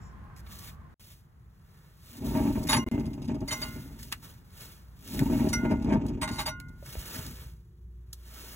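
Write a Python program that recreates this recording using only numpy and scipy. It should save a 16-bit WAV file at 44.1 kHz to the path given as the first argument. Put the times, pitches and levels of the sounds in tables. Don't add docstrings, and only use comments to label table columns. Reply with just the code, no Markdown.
import sys
import numpy as np
from scipy import signal
from scipy.fft import rfft, irfft, next_fast_len
from scipy.io import wavfile
from scipy.ndimage import uniform_filter1d

SR = 44100
rng = np.random.default_rng(int(sys.argv[2]) if len(sys.argv) > 2 else 0)


def dump_mix(stems):
    frames = np.atleast_2d(stems).T
    limited = np.clip(frames, -1, 1)
    pcm = np.round(limited * 32767).astype(np.int16)
    wavfile.write(sys.argv[1], SR, pcm)


N = 377055
TIME = np.arange(N) / SR

# time_s, drone_db, traffic_db
FAR_LEVELS = [(0, -44.5, -51.5), (.93, -49.5, -56), (1.0, -54.5, -65.5), (4.6, -52, -61),
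              (6.599, -50.5, -62.5), (7.899, -49.5, -73), (8.55, -59, -61.5)]
# freq_hz, gain_db
DRONE_COLOUR = [(15, -5), (32, -10), (55, -9), (85, -4.5), (140, -9), (200, -15.5), (280, -35),
                (450, -30.5), (800, -73.5)]
# pitch_hz, width_hz, boost_db
DRONE_TONES = [(58.35, 4.4, 12.5), (338, 9.7, 13.5)]
# freq_hz, gain_db
TRAFFIC_COLOUR = [(200, 12.5), (400, -5.5), (620, -2), (800, -1), (1100, 1), (1800, -3.5), (2500, -14.5),
                  (5000, -27), (16000, -33)]
# pitch_hz, relative_db
MOTOR_PARTIALS = [(59.2, -54), (118.4, -67), (360.7, -77.5)]
# time_s, gain_db
MOTOR_SWELL = [(0, -11), (4.8, -10), (7.6, 4)]

# full_speed_s, rise_s, hold_s, fall_s, hiss_db, swish_db
ARM_MOVES = [(0.522, 0.083, 0.034, 0.11, -49, -64), (0.634, 0.096, 0.045, 0.063, -47, -65),
             (1, 0.033, 0.12, 0.12, -55, -84), (1.754, 0.36, 0.13, 0.18, -67, -68.5),
             (2.153, 0.21, .025, .05, -49.5, -62.5), (2.257, 0.082, 0.13, 0.75, -46, -56),
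             (3.571, 0.14, 0.057, 0.49, -47, -55.5), (3.992, 0.015, 0.011, 0.31, -50.5, -81),
             (4.232, 0.021, 0.0086, 0.18, -49.5, -57), (4.612, 0.14, .02, 0.22, -47.5, -57),
             (5.138, 0.16, 0.022, 0.23, -42, -55), (5.332, 0.16, 0.093, 0.35, -46.5, -51.5),
             (6.884, 0.082, 0.18, 0.25, -47.5, -57), (7.147, 0.27, 0.038, 0.26, -41, -49.5),
             (7.381, 0.11, 0.054, 0.13, -53, -59.5), (8.375, 0.21, .2, .2, -47.5, -56.5)]
# freq_hz, gain_db
HISS_COLOUR = [(120, 15.5), (350, 3.5), (700, -2), (1300, -5), (2200, 0.5), (4000, 5), (8000, 1),
               (12000, 2.5), (16000, 3)]
# freq_hz, gain_db
SWISH_COLOUR = [(200, 1), (400, 4.5), (750, -3.5), (1300, 0.5), (1800, -1), (2600, -11), (5000, -17),
                (16000, -41)]
# start_s, length_s, body_db, treble_db
CLICKS = [(0.36, 0.046, -62, -58.5), (0.461, 0.013, -56, -66), (0.514, 0.0068, -52, -58),
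          (0.588, .0047, -55, -44), (0.636, 0.0076, -56, -62), (0.666, 0.039, -56.5, -72),
          (2.629, 0.011, -58, -45.5), (2.67, 0.012, -44, -41), (2.7295, 0.006, -24, -35.5),
          (2.886, 0.018, -37, -44), (2.91, 0.0015, -55, -39), (3.508, 0.0047, -36, -42),
          (3.617, 0.0044, -53, -41), (3.991, 0.011, -56, -54), (4.028, .006, -53, -43.5),
          (4.052, 0.0014, -56, -50), (4.117, 0.004, -43, -46.5), (4.1227, 0.0058, -29, -33),
          (5.192, 0.0011, -28, -29.5), (6.064, 0.0041, -62, -48), (6.599, 0.0026, -47.5, -46.5),
          (6.683, 0.012, -86, -63.5), (6.859, 0.0072, -54, -48.5), (6.952, 0.0024, -49, -62),
          (7.144, 0.022, -45, -44.5), (7.263, 0.0064, -54, -42.5), (8.129, 0.0033, -54.5, -36.5)]
# start_s, pitch_hz, peak_db, t60_s
KNOCKS = [(2.352, 237, -17.5, 0.015), (2.766, 125, -23, 0.11), (3.295, 241, -18.5, 0.031),
          (3.416, 216, -35, 0.091), (5.206, 135, -19.5, 0.13), (6.826, 573, -40.5, 0.052),
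          (6.954, 516, -26.5, 0.0068), (6.969, 62, -23.5, 0.11), (8.436, 422, -44, 0.047)]

# start_s, length_s, pitch_hz, width_hz, level_db
FAINT_TONES = [(0.019, 0.33, 1048, 12.2, -61), (.15, .14, 834, 15, -68), (.15, 0.35, 1560, 52, -70.5),
               (.27, .08, 1140, 66, -66), (.46, .07, 1135, 60, -62), (.57, 0.26, 1125, 50, -63.5),
               (0.782, 0.078, 1050, 20, -63), (0, 0.088, 5520, 120, -70), (0, 0.069, 7100, 300, -69)]
# start_s, length_s, rasp_db, treble_db, mode_push_db
SCRAPES = [(2.685, 0.055, -31, -28, -56), (2.725, 0.02, -26.5, -41, -54), (2.76, 0.01, -31.5, -37, -40),
           (3.476, 0.014, -45, -37, -48), (3.512, 0.018, -36.5, -36.5, -35.5),
           (3.613, 0.025, -41, -43, -41.5), (5.485, 0.005, -46, -36, -50),
           (5.527, 0.009, -39, -32.5, -35.5), (6.212, 0.027, -34, -37, -40.5),
           (6.273, 0.018, -39, -42.5, -50), (6.308, 0.12, -51, -45.5, -48), (6.383, 0.023, -33, -34.5, -47),
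           (6.455, 0.032, -36.5, -39.5, -37.5)]
# freq_hz, gain_db
RASP_COLOUR = [(250, -2.5), (500, -5.5), (780, 0), (1200, 0), (1400, -6), (2300, -0.5), (3000, -4),
               (3900, -6), (5000, -42.5), (9000, -54)]
# freq_hz, gain_db
RASP_TREBLE = [(2500, -60.5), (4200, 21), (7000, 5), (11000, 4.5), (15500, 1)]
# pitch_hz, width_hz, boost_db
PLATE_MODES = [(618, 60, 13), (833, 42, 11), (920, 81, 11.5), (1143, 80, 10), (1580, 70, 13), (1915, 80, 7),
               (2130, 70, 4), (2700, 52, 6.5), (3040, 90, 4.4), (3700, 70, 6), (3850, 73, 9.5),
               (4700, 60, 9), (5835, 72, 15), (6280, 79, 13), (7020, 110, 20), (8430, 150, 21),
               (9740, 130, 23), (11177, 100, 10), (12720, 160, 11), (15500, 160, 8)]
# pitch_hz, gain_db, t60_s, twin_offset_hz
DRUM_MODES = [(832, -5, .25, 4), (1057, -7, .65, 2), (1437, -12, .82, 1), (1599, -15, .3, 8),
              (1949, -11, .2, 11), (2083, -4, .66, 5.2), (2730, -13, .3, 9), (2848, -12, .35, 9),
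              (3040, -7, .12, 30), (3722, -1, .15, 19), (3890, -5, .1, 33), (4735, 0, .11, 14),
              (5831, -9, .13, 4), (6190, -13, .08, 40), (7020, -5, .1, 24), (8323, 0, .09, 16),
              (9709, -7, .09, 18), (11177, -8, .12, 8), (12720, -14, .08, 25), (14346, -7, .09, 12)]
# start_s, hold_s, pitch_hz, relative_db
SQUEAKS = [(2.685, 0.012, 3722, -29), (2.687, 0.0074, 2083, -38), (2.69, 0.018, 1057, -36.5),
           (2.688, 0.018, 7020, -32), (2.689, .009, 11177, -34.5), (2.727, .012, 4735, -28.5),
           (2.726, 0.013, 11177, -32.5), (2.718, 0.012, 5831, -36.5), (2.732, 0.038, 7020, -39),
           (2.735, 0.0091, 2083, -51.5), (2.771, 0.013, 5831, -40.5), (2.785, 0.02, 2848, -44.5),
           (2.755, .02, 11177, -47), (2.76, .012, 8323, -45), (2.916, .008, 2083, -58),
           (3.481, .012, 4735, -39), (3.482, 0.0067, 2083, -42.5), (3.509, 0.0094, 7020, -38.5),
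           (3.516, 0.018, 5831, -40), (3.508, 0.0086, 3040, -36.5), (3.51, 0.011, 8323, -49),
           (3.518, .012, 2083, -48), (3.617, .012, 4735, -33), (3.62, .012, 1437, -57),
           (3.64, .02, 2848, -52), (5.53, 0.0092, 5831, -31), (5.526, 0.012, 9709, -35.5),
           (5.528, .012, 8323, -43), (5.529, 0.0097, 1437, -39.5), (5.53, 0.005, 2083, -36),
           (6.214, 0.026, 8323, -37), (6.217, 0.0098, 1057, -45.5), (6.23, .014, 2083, -46.5),
           (6.221, 0.013, 1437, -47), (6.312, 0.0066, 7020, -48.5), (6.39, 0.028, 14346, -49),
           (6.384, 0.012, 3890, -39), (6.457, .014, 4735, -35), (6.459, 0.018, 14346, -50),
           (6.475, 0.025, 5831, -48.5), (6.49, 0.028, 1437, -46)]

# start_s, length_s, level_db
GRIT_FLURRIES = [(2.995, 0.0078, -55), (3.055, 0.012, -54.5), (3.131, 0.012, -56), (3.219, 0.01, -54.5),
                 (3.244, 0.012, -56), (3.276, 0.012, -55.5), (3.344, 0.011, -58), (3.404, .008, -59),
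                 (5.709, 0.013, -52), (5.823, .006, -55), (5.842, 0.0063, -56), (5.923, 0.019, -53),
                 (6.081, 0.011, -53.5)]
# freq_hz, gain_db
GRIT_COLOUR = [(1200, -15), (2500, 2), (4500, 3), (6500, -3), (11000, -4.5), (16000, -20)]
# pitch_hz, width_hz, boost_db
RACE_MODES = [(4991, 120, 15), (6450, 270, 8.5), (11000, 120, 11)]
# start_s, length_s, level_db
CRUNCHES = [(2.347, .01, -38.5), (2.365, 0.033, -38.5), (2.418, 0.0081, -43), (2.455, 0.023, -41.5),
            (2.55, 0.016, -41), (2.977, 0.0087, -44), (3.294, 0.0094, -44), (5.259, 0.0079, -41),
            (5.321, 0.029, -42), (5.389, 0.023, -39), (5.449, 0.0072, -44), (5.648, 0.0099, -35),
            (5.712, 0.0088, -34.5), (5.898, 0.017, -35.5), (5.922, 0.015, -32.5)]
# freq_hz, gain_db
CRUNCH_COLOUR = [(250, -15), (450, 4.5), (800, 7), (1300, -8), (2400, -1), (3500, -17.5), (6000, -30.5),
                 (16000, -37.5)]
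# full_speed_s, slowing_s, caught_s, rumble_db, shudder_db, fade_db_per_s
SPINS = [(2.24, 2.72, 3.9, -34, -37.5, 12), (5.163, 6.073, 8.2, -32.5, -35, 40.5)]
# start_s, length_s, level_db
RUMBLE_SWELLS = [(2.238, 0.064, -36.5), (2.333, 0.13, -27.5), (2.45, 0.06, -26), (2.555, 0.028, -27),
                 (2.747, 0.053, -28), (2.866, 0.053, -32), (2.917, 0.045, -28), (2.971, 0.039, -28.5),
                 (3.023, 0.057, -35.5), (3.279, 0.041, -27.5), (3.328, 0.04, -32.5), (3.405, 0.031, -31.5),
                 (3.746, 0.038, -42.5), (5.202, 0.031, -23.5), (5.254, 0.032, -31.5), (5.292, 0.082, -26),
                 (5.399, 0.075, -25), (5.622, 0.062, -28), (5.694, 0.051, -23), (5.837, 0.14, -29),
                 (5.916, 0.046, -23), (6.03, 0.028, -34.5), (6.07, 0.05, -39.5), (6.303, 0.017, -32.5),
                 (6.683, 0.024, -54.5), (7.146, 0.065, -45), (7.244, 0.088, -48.5), (7.411, 0.089, -66)]
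# freq_hz, gain_db
HUB_COLOUR = [(90, -11.5), (150, -10.5), (200, -5), (240, -0.5), (300, -6), (345, -15), (400, -13),
              (460, -21.5), (900, -28.5), (1250, -37), (2200, -42), (4000, -53.5), (8000, -82.5),
              (16000, -97.5)]
# pitch_hz, width_hz, boost_db
HUB_MODES = [(228, 36, 6.5), (283, 40, 7), (362.2, 27, 11), (615, 89, 6.5), (832, 27, 10.9), (916, 62, 8.5),
             (1052, 22, 11), (1215, 60, 5.3)]
# freq_hz, gain_db
AXLE_COLOUR = [(15, -47), (28, -24.5), (42, 8), (60, 6.5), (100, 4), (140, 6.5), (168, 3.5), (195, -10),
               (300, -56.5)]

# freq_hz, lead_rad
PORT_LEAD = [(0, 0), (60, -.2), (250, -.35), (500, -.7), (1100, -1.2), (1550, .9), (2100, 1.45),
             (3400, 1.4), (4750, 3.14), (6500, 6.1), (7300, 6.5), (8950, 9.42), (10700, 12.4),
             (11600, 12.7), (13200, 15.7), (14900, 18.8), (16000, 18.8)]
# freq_hz, balance_db
PORT_BALANCE = [(50, -1), (170, 2), (350, 0), (700, -1.5), (1400, -2), (2100, -4), (2800, -0.5), (5000, 0)]
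# start_s, end_s
DROPOUTS = [(.942, .996), (2.842, 2.864), (2.888, 2.914)]


def undb(db):
    return 10 ** (np.asarray(db) / 20)


def unit(x):
    return x / np.sqrt(np.mean(x ** 2) + 1e-18)


def smooth(x, first, second):
    return uniform_filter1d(uniform_filter1d(x, first), second)


def steady(x, span_s):
    power = smooth(x ** 2, int(span_s * SR), int(span_s * SR / 2))
    return x / np.sqrt(np.abs(power) + 1e-12)


def add(track, start_s, sound):
    i = max(int(start_s * SR), 0)
    track[i:i + len(sound)] += sound[:N - i]


def body(x, colour, modes=()):
    size = 2 * next_fast_len(N // 2 + SR // 2)
    freq = np.arange(size // 2 + 1) * SR / size
    hz, db = np.transpose(colour)
    curve_db = np.interp(np.log(freq + 1), np.log(hz), db)
    curve_db += sum(boost / (1 + (2 * (freq - pitch) / width) ** 2) for pitch, width, boost in modes)
    cepstrum = irfft(np.log(unit(undb(curve_db))))
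    cepstrum[1:size // 2] *= 2
    cepstrum[size // 2 + 1:] = 0
    return irfft(rfft(x, size) * np.exp(rfft(cepstrum)))[:N]


def grains(count, per_s, spread_db):
    hit = rng.random(count) < per_s / SR
    return unit((hit + 0.00085) * rng.standard_normal(count) * undb(spread_db * rng.standard_normal(count)))


def rub(length_s, slips_per_s, release_s, hiss, bite_s=0.0004):
    t = np.arange(int((length_s + 6 * release_s) * SR)) / SR
    press = np.minimum(t / bite_s, 1) * np.exp(-np.maximum(t - length_s, 0) / release_s)
    jerks = grains(len(t), slips_per_s, 2.3) + hiss * rng.standard_normal(len(t))
    return press * steady(jerks, 0.0077)


def ring(hz, t60):
    t = np.arange(int(t60 * SR) + 2) / SR
    return np.sin(2 * np.pi * hz * t) * np.exp(-np.log(1000) * t / t60)


def swell(hold_s, attack_s, release_s):
    t = np.arange(int((hold_s + 8 * release_s) * SR)) / SR
    return np.minimum(t / attack_s, 1) * np.exp(-np.maximum(t - hold_s, 0) / release_s)


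def drone_and_traffic():
    time_s, drone_db, traffic_db = np.transpose(FAR_LEVELS)
    drone = steady(body(rng.standard_normal(N), DRONE_COLOUR, DRONE_TONES), 0.5)
    drone *= undb(np.interp(TIME, time_s, drone_db))
    shared = 0.25 * rng.standard_normal(N)
    traffic = np.array([body(unit(shared + rng.standard_normal(N)), TRAFFIC_COLOUR) for _ in range(2)])
    return drone + traffic * undb(np.interp(TIME, time_s, traffic_db))


def far_motor(waver_hz=0.6):
    drift = unit(smooth(rng.standard_normal(N), 9000, 9000))
    clock = TIME + waver_hz / MOTOR_PARTIALS[0][0] * np.cumsum(drift) / SR
    hum = sum(undb(db) * np.sqrt(2) * np.sin(2 * np.pi * hz * clock) for hz, db in MOTOR_PARTIALS)
    return hum * undb(np.interp(TIME, *np.transpose(MOTOR_SWELL)))


def wheel_arch(x, t60=0.059, gain_db=-7):
    t = np.arange(SR // 5) / SR
    echoes = rng.standard_normal((2, len(t))) * np.exp(-np.log(1000) * t / t60) * (t > .0015)
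    echoes /= np.sqrt(np.sum(echoes ** 2, axis=1, keepdims=True))
    scattered = body(x, [(100, -19), (300, -32.5), (700, 7), (2500, 3.5), (5000, -4.5), (16000, 2)])
    return undb(gain_db) * signal.fftconvolve(scattered[None], echoes, axes=1)[:, :N]


def sleeve(rest_db=-78, flutter_db=1.36, roundness=1.136):
    t = np.linspace(0, N / SR, 4000)
    hiss_power, swish_power = undb(rest_db) ** 2, 0
    for full_s, rise_s, hold_s, fall_s, hiss_db, swish_db in ARM_MOVES:
        off_peak = np.maximum(full_s - t, 0) / rise_s + np.maximum(t - full_s - hold_s, 0) / fall_s
        speed = undb(-20 * off_peak ** roundness)
        hiss_power += (undb(hiss_db) * speed) ** 2
        swish_power += (undb(swish_db) * speed) ** 2
    hiss, swish = (np.interp(TIME, t, np.sqrt(power + 1e-18)) for power in (hiss_power, swish_power))
    flutter = undb(flutter_db * unit(smooth(rng.standard_normal(N), 400, 400)))
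    threads = unit(rng.standard_normal(N) + .6 * grains(N, 3000, 4))
    rustle = body(threads * hiss * flutter, HISS_COLOUR)
    return rustle + body(rng.standard_normal(N) * swish, SWISH_COLOUR)


def clicks_and_knocks(rattle_db=-12):
    low, high, knocks = np.zeros((3, N))
    for start_s, length_s, body_db, treble_db in CLICKS:
        for share_db, release_s in ((0, .0015), (rattle_db, .012)):
            click = rub(length_s, 2500, release_s, hiss=0.29)
            add(low, start_s, undb(body_db + share_db) * click)
            add(high, start_s, undb(treble_db + share_db) * click)
    for start_s, hz, db, t60 in KNOCKS:
        add(knocks, start_s, undb(db) * ring(hz, t60))
    low = body(low, [(300, -3), (900, 2), (1550, 14.5), (2150, 14), (3000, 9), (4200, 15), (7000, -25.5)])
    high = body(high, [(2000, -9), (3800, 19), (7000, 15.5), (11000, 14.5), (16000, 8)])
    return knocks + low + high


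def faint_singing():
    out = np.zeros(N)
    for start_s, length_s, hz, width_hz, db in FAINT_TONES:
        touch = swell(length_s, attack_s=0.024, release_s=0.03)
        resonance = ring(hz, t60=np.log(1000) / (np.pi * width_hz))
        tone = signal.fftconvolve(rng.standard_normal(SR + len(touch)), resonance, "valid")
        add(out, start_s, undb(db) * touch * steady(tone[:len(touch)], .1))
    return out


def brake_shoes(treble_trim_db=-2):
    rasp, treble = np.zeros((2, N))
    for start_s, length_s, rasp_db, treble_db, _ in SCRAPES:
        jerks = rub(length_s, slips_per_s=900, release_s=0.012, hiss=0.61, bite_s=0.004)
        add(rasp, start_s, undb(rasp_db) * jerks)
        add(treble, start_s, undb(treble_db + treble_trim_db) * jerks)
    return body(rasp, RASP_COLOUR, PLATE_MODES) + body(treble, RASP_TREBLE, PLATE_MODES)


def drum_mode(start_s, hz, t60, offset_hz, hold_s, rough_rad, twin_share=0.55):
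    t = np.arange(int(hold_s * SR)) / SR
    slips = unit(uniform_filter1d(rng.standard_normal(len(t)), size=90))
    drive = np.sin(2 * np.pi * hz * (t + int(start_s * SR) / SR) + rough_rad * slips)
    tone = signal.fftconvolve(drive, ring(hz, t60) + twin_share * ring(hz + offset_hz, t60))
    return np.sqrt(2) * tone / np.abs(tone).max()


def brake_drum(scrape_gain_db=-4, squeak_gain_db=1.5):
    out = np.zeros(N)
    for start_s, length_s, rasp_db, treble_db, push_db in SCRAPES:
        for hz, db, t60, offset_hz in DRUM_MODES:
            dull_db = 0.85 * min(treble_db - rasp_db + 7.5, 0) * (hz > 3500)
            tone = drum_mode(start_s, hz, t60, offset_hz, length_s, rough_rad=1.86)
            add(out, start_s, undb(scrape_gain_db + push_db + db + dull_db) * tone)
    for start_s, hold_s, squeak_hz, db in SQUEAKS:
        hz, _, t60, offset_hz = min(DRUM_MODES, key=lambda mode: abs(mode[0] - squeak_hz))
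        tone = drum_mode(start_s, hz, t60, offset_hz, hold_s, rough_rad=0.97)
        add(out, start_s, undb(squeak_gain_db + db) * tone)
    return out


def grit(cracks_per_s=1100, release_s=0.0076, hiss=0.63):
    cracks = np.zeros(N)
    for start_s, length_s, db in GRIT_FLURRIES:
        t = np.arange(int((length_s + 5 * release_s) * SR)) / SR
        specks = steady(grains(len(t), cracks_per_s, 1.8), 0.011) + hiss * rng.standard_normal(len(t))
        fade = np.exp(-np.maximum(t - length_s, 0) / release_s)
        add(cracks, start_s, undb(db) * specks * fade)
    return body(cracks, GRIT_COLOUR, RACE_MODES)


def rust_flakes():
    cracks = np.zeros(N)
    for start_s, length_s, db in CRUNCHES:
        add(cracks, start_s, undb(db) * rub(length_s, slips_per_s=450, release_s=0.0042, hiss=0.5))
    return body(cracks, CRUNCH_COLOUR, PLATE_MODES)


def rumble_levels(rise_db_per_s=210, catch_db_per_s=27, shudder_fade_share=0.51):
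    rumble_power, shudder_power = np.zeros((2, N))
    for full_s, slowing_s, caught_s, rumble_db, shudder_db, fade_db_per_s in SPINS:
        hand_db = rise_db_per_s * np.maximum(full_s - TIME, 0)
        hand_db += catch_db_per_s * np.maximum(TIME - caught_s, 0)
        slowed_db = fade_db_per_s * np.maximum(TIME - slowing_s, 0)
        rumble_power += undb(rumble_db - hand_db - slowed_db) ** 2
        shudder_power += undb(shudder_db - hand_db - shudder_fade_share * slowed_db) ** 2
    for start_s, length_s, db in RUMBLE_SWELLS:
        shape = swell(length_s, attack_s=0.009, release_s=0.009)
        jolt_db = -27.5 + 0.31 * db
        add(rumble_power, start_s, (undb(db) * shape) ** 2)
        add(shudder_power, start_s, (undb(jolt_db) * shape) ** 2)
    return np.sqrt(rumble_power), np.sqrt(shudder_power)


def bearing(rust_db=-31):
    rumble, shudder = rumble_levels()
    patter = grains(N, per_s=1000, spread_db=2) + .35 * rng.standard_normal(N)
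    hub = steady(body(patter, HUB_COLOUR, HUB_MODES), 0.047)
    axle = steady(body(grains(N, per_s=400, spread_db=1.9), AXLE_COLOUR), 0.1)
    clusters = unit(smooth(rng.standard_normal(N), 700, 300))
    cracks = grains(N, per_s=3000, spread_db=1.7) * undb(3.4 * clusters)
    colour = [(600, -3), (1500, -4), (2500, 13), (3500, 3.5), (7000, 2.5), (12000, -21.5), (16000, -28)]
    rust = unit(body(cracks, colour, PLATE_MODES[:8]))
    return rumble * (hub + undb(rust_db) * rust) + shudder * axle


def microphone_ports(x):
    size = next_fast_len(N + SR // 2)
    spectrum = rfft(x, size)
    hz = np.arange(len(spectrum)) * SR / size
    lead_rad = np.interp(hz, *np.transpose(PORT_LEAD))
    balance_db = np.interp(hz, *np.transpose(PORT_BALANCE))
    to_left = np.exp(.5j * lead_rad) * undb(balance_db / 2)
    return irfft([spectrum * to_left, spectrum / to_left], size)[:, :N]


def scene():
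    noises = bearing() + rust_flakes() + grit() + brake_shoes() + clicks_and_knocks() + sleeve()
    near = microphone_ports(noises + brake_drum() + faint_singing())
    return near + wheel_arch(noises) + drone_and_traffic() + far_motor()


def record(dry, low_hz=34, top_hz=15780, dropout_db=-38):
    sound = signal.sosfilt(signal.butter(6, low_hz, "highpass", fs=SR, output="sos"), dry)
    dropped = sum((TIME > start_s) & (TIME < end_s) for start_s, end_s in DROPOUTS)
    gain = uniform_filter1d(undb(dropout_db * dropped), size=40)
    return signal.sosfilt(signal.ellip(10, .2, 80, top_hz, fs=SR, output="sos"), sound * gain)


dry = scene()
out = record(dry)
dump_mix(out)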